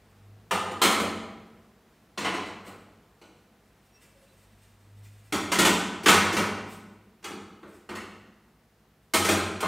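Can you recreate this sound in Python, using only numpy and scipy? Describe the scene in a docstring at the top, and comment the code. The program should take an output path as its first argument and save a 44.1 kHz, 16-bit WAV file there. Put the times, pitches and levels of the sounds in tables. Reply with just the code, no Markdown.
"""Wire grates clank onto a steel stove top: middle (corner first), right, left, then middle again.
Each contact is a chattering force through grate resonances, sheet modes and echoes of a tiled kitchen.
Decaying sines add the boom of the stove's box and the room.
Sleeves and sliding wires rub as shaped noise; a carried grate sings in faint, unsteady sines.
Behind: a far engine of three harmonics that revs twice, room tone with hum, and microphone hiss."""
import sys
import numpy as np
from scipy import signal
from scipy.fft import rfft, irfft, next_fast_len
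from scipy.io import wavfile
from scipy.ndimage import map_coordinates

SR = 44100
rng = np.random.default_rng(int(sys.argv[2]) if len(sys.argv) > 2 else 0)


def pcm_store(signal):
    """Save signal as 16-bit PCM."""
    levels = np.round(np.clip(np.atleast_2d(signal), -1, 1) * 32767)
    wavfile.write(sys.argv[1], SR, levels.astype(np.int16).T)


N = 426447

# Contacts of grate and stove: t/s, relative clang level/dB, thud over clang/dB, edge over clang/dB
CONTACTS = [ (.509, -27.5, -6, -12), (.71, -45, 2.5, -11.5), (.816, -24.5, -5, -4.5),
            (.836, -27, -4.5, -6.5), (.905, -41, 1.5, -1.5), (.998, -39.5, 8, -5.5),
            (2.175, -39.5, 1, -4.5), (2.21, -41, 0, -14), (2.246, -29.5, -9.5, -16),
            (2.338, -41.5, 3.5, -9.5), (2.456, -57, 7.5, -3), (2.664, -55, 5.5, -16), (2.69, -52, -2, -31),
            (3.214, -61, 6, -7), (5.323, -33, 2.5, -5), (5.517, -29.5, -4, -3.5), (5.586, -27, 3, -1),
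            (5.649, -25.5, -3, -4), (6.032, -52, 12, 3.5), (6.059, -23, -2.5, -6.5), (6.081, -20, -7.5, -6),
            (6.135, -34.5, 3, -5), (6.325, -41, 5.5, -.5), (6.366, -29, 0, -9), (7.226, -58.5, -3, -8),
            (7.241, -43, -4.5, -5), (7.305, -51.5, 10.5, -15), (7.629, -54, 5.5, -24),
            (7.89, -43, 3.5, -14.5), (7.952, -44, -9, -8.5), (9.136, -27, -2, -1.5),
            (9.247, -31, -5.5, -3.5), (9.287, -29.5, 2.5, -3), (9.604, -39, -9, -3.5),
            (9.627, -29, -5, -29)]
# Resonances of each grate lying on the sheet: f/Hz, width/Hz, relative level/dB
MIDDLE = [(565, 7, -4.5), (646, 34, -1), (797, 34, 0.5), (905, 11, -7), (942, 32, -16.5), (1040, 27, 4.5),
          (1265, 130, 1.5), (1520, 13, -2), (1830, 21, 0.5), (2207, 100, -0.5), (3140, 200, -5.5),
          (4160, 79, -7.5), (6000, 64, -35), (6700, 37, -18), (7360, 41, -15), (8540, 78, -9.5),
          (8930, 190, -19)]
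RIGHT = [(485, 8.7, 6.5), (1020, 60, -5), (1250, 33, -12), (1458, 11, 6.5), (2140, 140, 0), (2660, 25, 0),
         (2990, 180, -2.5), (4040, 350, -6.5), (4840, 24, -21)]
LEFT = [(794, 21, -0.5), (980, 17, 0.5), (1090, 20, -4), (1280, 50, -4.5), (1490, 46, 0.5),
        (1750, 30, -6.5), (1880, 62, -3.5), (2100, 14, -3.5), (2190, 18, -8), (2700, 120, -5.5),
        (3130, 280, -11), (3470, 75, -13.5), (4280, 97, -22), (4570, 61, -15), (6100, 60, -14),
        (6850, 220, -18.5), (8400, 110, -14)]
# The middle grate touching on its first corner, a different set: f/Hz, width/Hz, relative level/dB
CORNER = [(505, 41, 6), (700, 40, 1), (821, 40, 12), (902, 32, 1.5), (1030, 40, 4.5), (1223, 58, 10.5),
          (1770, 27, 8), (1950, 60, 4.5), (2330, 70, -6.5), (2840, 120, -7.5), (3000, 80, -7.5),
          (4330, 140, -10.5), (7060, 120, -6.5), (8700, 300, -8.5)]
# Grates in turn; the right one fizzes least, the last set-down booms most:
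# start t/s, resonances, boom/dB, ring/dB, fizz/dB
TURNS = [(0, CORNER, 1.5, -0.5, 0), (0.78, MIDDLE, -1.5, 0, 1), (2, RIGHT, -2, 1.6, -7),
         (5, LEFT, -1.5, .5, -2.5), (9, MIDDLE, 3.5, -0.2, -0.5)]
# Crowded modes of the steel top: f/Hz, relative density/dB per Hz
SHEET_MODES = [(80, -27), (150, -13.5), (200, 4), (250, -14), (285, -0.5), (350, 0), (450, -2.5), (570, -8),
               (1330, -5), (1660, -11.5), (2190, -7.5), (5200, -21.5), (8950, -23.5), (9500, -25.5),
               (15800, -31.5)]
# Low modes of the stove's box and the room: f/Hz, relative level/dB, t60/s
BOX_MODES = [(91.6, -7, 0.88), (100.6, -14, 1.5), (178, -23, 0.38), (203.3, -10.5, 0.42),
             (225.8, -11.5, 1.6), (277.3, -9, 0.84), (350.4, -9, 0.55), (444.5, -13.5, 1)]
# Decay of the kitchen's echoes: f/Hz, t60/s
KITCHEN_DECAY = [(90, 2.1), (220, 0.92), (560, 1.087), (1500, 0.98), (3900, 0.83), (8000, 0.66),
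                 (14000, 0.43)]
# Strokes of sleeves and sliding wires: t/s, relative level/dB, swell/s
STROKES = [(.14, -76.5, 0.024), (2.67, -51, 0.017), (4.18, -71, 0.22), (4.64, -70.5, 0.12),
           (5.12, -68, 0.11), (6.72, -56, 0.038), (7.72, -63, 0.039)]
# Colour of the rubbing: f/Hz, relative density/dB per Hz
RUSTLE_SPECTRUM = [(800, -10), (2000, 1.5), (4000, -4.5), (6500, -6.5), (8700, 0.5), (9600, -10),
                   (11500, -6.5), (13000, -8), (16000, -9.5)]
# Notes of the carried grate as fingers slide on its wires: t/s, f/Hz, level before waver/dB, swell/s
SINGING_NOTES = [(4.3, 4010, -78, .04), (3.97, 5610, -77, .05), (4.18, 550, -71, .17),
                 (4.15, 2654, -76, .19), (4.22, 10220, -76, .03)]
# Revs of the distant engine: peak t/s, second-harmonic level/dB, rise/s, fall/s
REVS = [(.33, -49.5, .13, .1), (5.09, -49.5, .3, 0.18)]
# Colour of the room tone: f/Hz, relative density/dB per Hz
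AIR_SPECTRUM = [(15, -51), (25, -3), (48, -13), (170, -12), (216, -5), (261, -14), (500, -14.5),
                (572, -21.5), (620, -16), (834, -19), (2030, -24.5), (2200, -27), (2390, -27), (15800, -43)]
# Colour of each microphone's self-noise: f/Hz, relative density/dB per Hz
HISS_SPECTRUM = [(60, -12.5), (250, -6), (1000, -7.5), (3000, -9), (5000, -11.5), (8000, -17), (11000, -10),
                 (16000, -8.5)]

RING_PER_EDGE_DB = 0.38  # dB of ring per dB of edge: a sharper contact is brighter all the way up
CHATTER_T60_S, CHATTER_POWER = 0.15, 0.29  # rebound t60 at 0 dB; grows as this power of blow strength
HANDLING_DB = -84  # rustle that never stops, relative as STROKES
IDLE_HZ, CLIMB_HZ = 51.2, 2.3  # firing rate at rest; a rev swings about 0.9 of CLIMB_HZ each way
AIR_START_DB, AIR_FADE_DB_PER_S = -60.5, 0.48
TOP_HZ = 15650  # recorder's band limit


def amp(db):
    """Amplitude factor from dB."""
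    return 10 ** (np.asarray(db) / 20)


def unit(x):
    """Scale to rms 1."""
    return x / np.sqrt(np.mean(x ** 2) + 1e-20)


def along(points, hz):
    """Interpolate (f/Hz, value) points on a log frequency axis."""
    f, value = np.transpose(points)
    return np.interp(np.log(hz + 1), np.log(f + 1), value)


def wobble(rate_hz):
    """Smooth random curve with rate_hz knots a second."""
    knots = rng.standard_normal(int(N * rate_hz / SR) + 4)
    return map_coordinates(knots, [np.arange(N) * rate_hz / SR])


def swelling(t, peak_s, swell_s):
    """Gaussian swell, swell_s its standard deviation."""
    return np.exp(-0.5 * ((t - peak_s) / swell_s) ** 2)


def filtered(x, response):
    """Apply a response of frequency through a zero-padded FFT."""
    size = next_fast_len(N + SR // 2)
    spectrum = rfft(x, size) * response(np.fft.rfftfreq(size, 1 / SR))
    return irfft(spectrum, size)[..., :N]


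def noise(spectrum):
    """Coloured noise of rms 1."""
    white = rng.standard_normal(N)
    return unit(filtered(white, lambda hz: amp(along(spectrum, hz))))


def clanks(sheet_db, grate_db, strike_db, floor_db, size=65536):
    """Contacts drive sheet and grate; hard ones chatter longer, the landing spot sets thud and edge."""
    t, hz = np.arange(size) / SR, np.fft.rfftfreq(size, 1 / SR)
    bands_hz = [(150, 550), (650, 1600), (1900, 4200), (5000, 15000)]  # thud, clang, ring, edge
    floor = amp(floor_db) ** 2 / (1 + (hz / 200) ** 4) * hz ** 2 / (hz ** 2 + 60 ** 2)
    sheet_power = amp(sheet_db + along(SHEET_MODES, hz)) ** 2 + floor
    out = np.zeros(N + size)
    for s, db, thud_db, edge_db in CONTACTS:
        grate, _, ring_db, fizz_db = grate_in_hand(s)
        grate_power = amp(grate_db) ** 2 * resonance_power(grate, hz) / (1 + (hz / 9000) ** 4)
        body = np.sqrt(sheet_power + grate_power)
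        body = body * amp(along([(8000, 0), (12500, fizz_db)], hz))
        echoes = kitchen(t, early_db=-7, early_t60_s=0.19, build_s=0.0013)
        chatter_t60_s = CHATTER_T60_S * amp(db) ** CHATTER_POWER
        force = chatter(t, chatter_t60_s, rate_hz=1500, bounce_db=-3.5)
        blow = rfft(force) * rfft(echoes)
        # Offset each band's target by the energy it already holds
        held = [np.linalg.norm((body * blow)[(hz > lo) & (hz < hi)]) / size for lo, hi in bands_hz]
        target_db = np.array([thud_db, 0, ring_db + RING_PER_EDGE_DB * edge_db, edge_db])
        share_db = target_db - 20 * np.log10(held)
        share = amp(along(list(zip([350, 1100, 2800, 6500], share_db)), hz))
        clank = irfft(blow * causal(body * share))
        out[round(s * SR):][:size] += amp(db + strike_db) * clank
    return out[:N]


def grate_in_hand(s):
    """Resonances and boom, ring and fizz levels of the grate handled at time s."""
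    return [turn for start_s, *turn in TURNS if start_s <= s][-1]


def chatter(t, t60_s, rate_hz, bounce_db):
    """Contact force: a first blow, then tiny rebounds of the wire feet that die away."""
    hits = rng.standard_normal(len(t)) * (rng.random(len(t)) < rate_hz / SR)
    rebounds = hits * amp(-60 * t / max(t60_s, 0.005))
    force = amp(bounce_db) * rebounds / (np.linalg.norm(rebounds) + 1e-9)
    force[0] += 1
    return force / np.linalg.norm(force)


def resonance_power(modes, hz):
    """Summed power response of the resonances."""
    return sum(amp(db) ** 2 / (1 + ((hz * hz - fc * fc) / (width * (hz + 1))) ** 2)
               for fc, width, db in modes)


def causal(gain):
    """Minimum-phase response of this gain: it rings only after it is struck."""
    cepstrum = irfft(np.log(np.maximum(gain, 1e-6)))
    cepstrum[1:] *= 2
    cepstrum[len(cepstrum) // 2:] = 0
    return np.exp(rfft(cepstrum))


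def kitchen(t, early_db, early_t60_s, build_s):
    """Echoes of energy 1: a flurry builds up between near tiles, then a tail whose treble dies first."""
    hz, s, cells = signal.stft(rng.standard_normal(len(t)), SR, nperseg=256)
    decay = amp(-60 * s / along(KITCHEN_DECAY, hz)[:, None])
    tail = signal.istft(cells * decay, SR, nperseg=256)[1][:len(t)]
    flurry = 1 + amp(early_db - 60 * t / early_t60_s)  # gain on the tail
    echoes = tail * flurry * (1 - np.exp(-t / build_s))
    return echoes / np.linalg.norm(echoes)


def boom(box_db, swell_cycles, scatter_db, deep_hz):
    """Thuds set off low modes; the deepest swell slowest and depend most on where the grate lands."""
    t = np.arange(2 * SR) / SR
    hz, mode_db, t60_s = np.transpose(BOX_MODES)[:, :, None]
    envelope = amp(mode_db - 60 * t / t60_s) * (1 - np.exp(-t * hz / swell_cycles))
    modes = envelope * np.exp(2j * np.pi * hz * t)
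    depth = (deep_hz / hz[:, 0]) ** 2
    out = np.zeros(N + len(t))
    for s, db, thud_db, _ in CONTACTS:
        _, boom_db, *_ = grate_in_hand(s)
        strength = amp(boom_db * depth + scatter_db * rng.standard_normal(len(BOX_MODES)))
        drive = strength * np.exp(2j * np.pi * rng.random(len(BOX_MODES)))  # random phases
        out[round(s * SR):][:len(t)] += amp(db + thud_db + box_db) * (drive @ modes).real
    return out[:N]


def rubbing(uneven_db):
    """Sleeves and sliding wires hiss in small uneven strokes, softened by the room."""
    t = np.arange(N) / SR
    effort = amp(HANDLING_DB) + sum(amp(db) * swelling(t, s, swell_s) for s, db, swell_s in STROKES)
    strokes = effort * amp(uneven_db * wobble(40)) * noise(RUSTLE_SPECTRUM)
    echoes = kitchen(np.arange(SR) / SR, early_db=2.0, early_t60_s=0.1, build_s=0.002)
    return signal.fftconvolve(strokes, echoes)[:N]


def singing(waver_db, wander):
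    """Faint wire notes, unsteady in phase and level, swell and fade while the grate is in the air."""
    t = np.arange(N) / SR

    def note(hz):
        phase = 2 * np.pi * hz * t + 2 * wobble(wander * np.sqrt(hz))
        return np.sin(phase) * amp(waver_db * wobble(30))

    return sum(amp(db) * swelling(t, s, swell_s) * note(hz) for s, hz, db, swell_s in SINGING_NOTES)


def engine(first_db, second_db, third_db, load_db, waver_db):
    """Lowest harmonics through the walls; a rev climbs from below idle to above, the second booms."""
    t = np.arange(N) / SR
    hz, load, second = IDLE_HZ, 0, amp(second_db)
    for s, db, rise_s, fall_s in REVS:
        u = (t - s) / np.where(t < s, rise_s, fall_s)
        effort = np.exp(-0.5 * (u / 3) ** 2)
        hz = hz + CLIMB_HZ * u / 2 * effort
        load = load + effort
        second = second + amp(db) / (1 + u * u) ** 1.5
    phase = 2 * np.pi * np.cumsum(hz * (1 + 0.002 * wobble(22))) / SR
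    tone = amp(first_db + load_db * load) * np.sin(phase)
    tone = tone + second * np.sin(2 * phase) + amp(third_db) * np.sin(3 * phase)
    return np.sqrt(2) * tone * amp(waver_db * wobble(9.2))


def room_tone(hum_hz, hum_peak_db):
    """Quiet air, slowly fading, as coloured noise plus a steady low hum."""
    t = np.arange(N) / SR
    hum = amp(hum_peak_db) * np.sin(2 * np.pi * hum_hz * t)
    return hum + amp(AIR_START_DB - AIR_FADE_DB_PER_S * t) * noise(AIR_SPECTRUM)


def microphone_hiss(rms_db):
    """Self-noise, independent in each of the two microphones."""
    return amp(rms_db) * np.array([noise(HISS_SPECTRUM), noise(HISS_SPECTRUM)])


def scene():
    """The kitchen reaches both channels alike; only the hiss differs."""
    stove = clanks(sheet_db=4, grate_db=1.0, strike_db=-14.5, floor_db=-18)
    stove = stove + boom(box_db=1.5, swell_cycles=5.8, scatter_db=1.3, deep_hz=93)
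    hands = rubbing(uneven_db=5.0) + singing(waver_db=7.5, wander=1.2)
    background = engine(first_db=-75.0, second_db=-75.5, third_db=-73.5, load_db=9.5, waver_db=1.7)
    background = background + room_tone(hum_hz=60, hum_peak_db=-70.5)
    return stove + hands + background + microphone_hiss(rms_db=-73.5)


def record(dry, low_cut_hz=48):
    """The recorder sheds the deepest bass and cuts steeply above its band limit."""
    low_cut = signal.butter(4, low_cut_hz, "highpass", fs=SR, output="sos")
    return filtered(signal.sosfilt(low_cut, dry), lambda hz: 1 / np.sqrt(1 + (hz / TOP_HZ) ** 200))


dry = scene()
out = record(dry)
pcm_store(out)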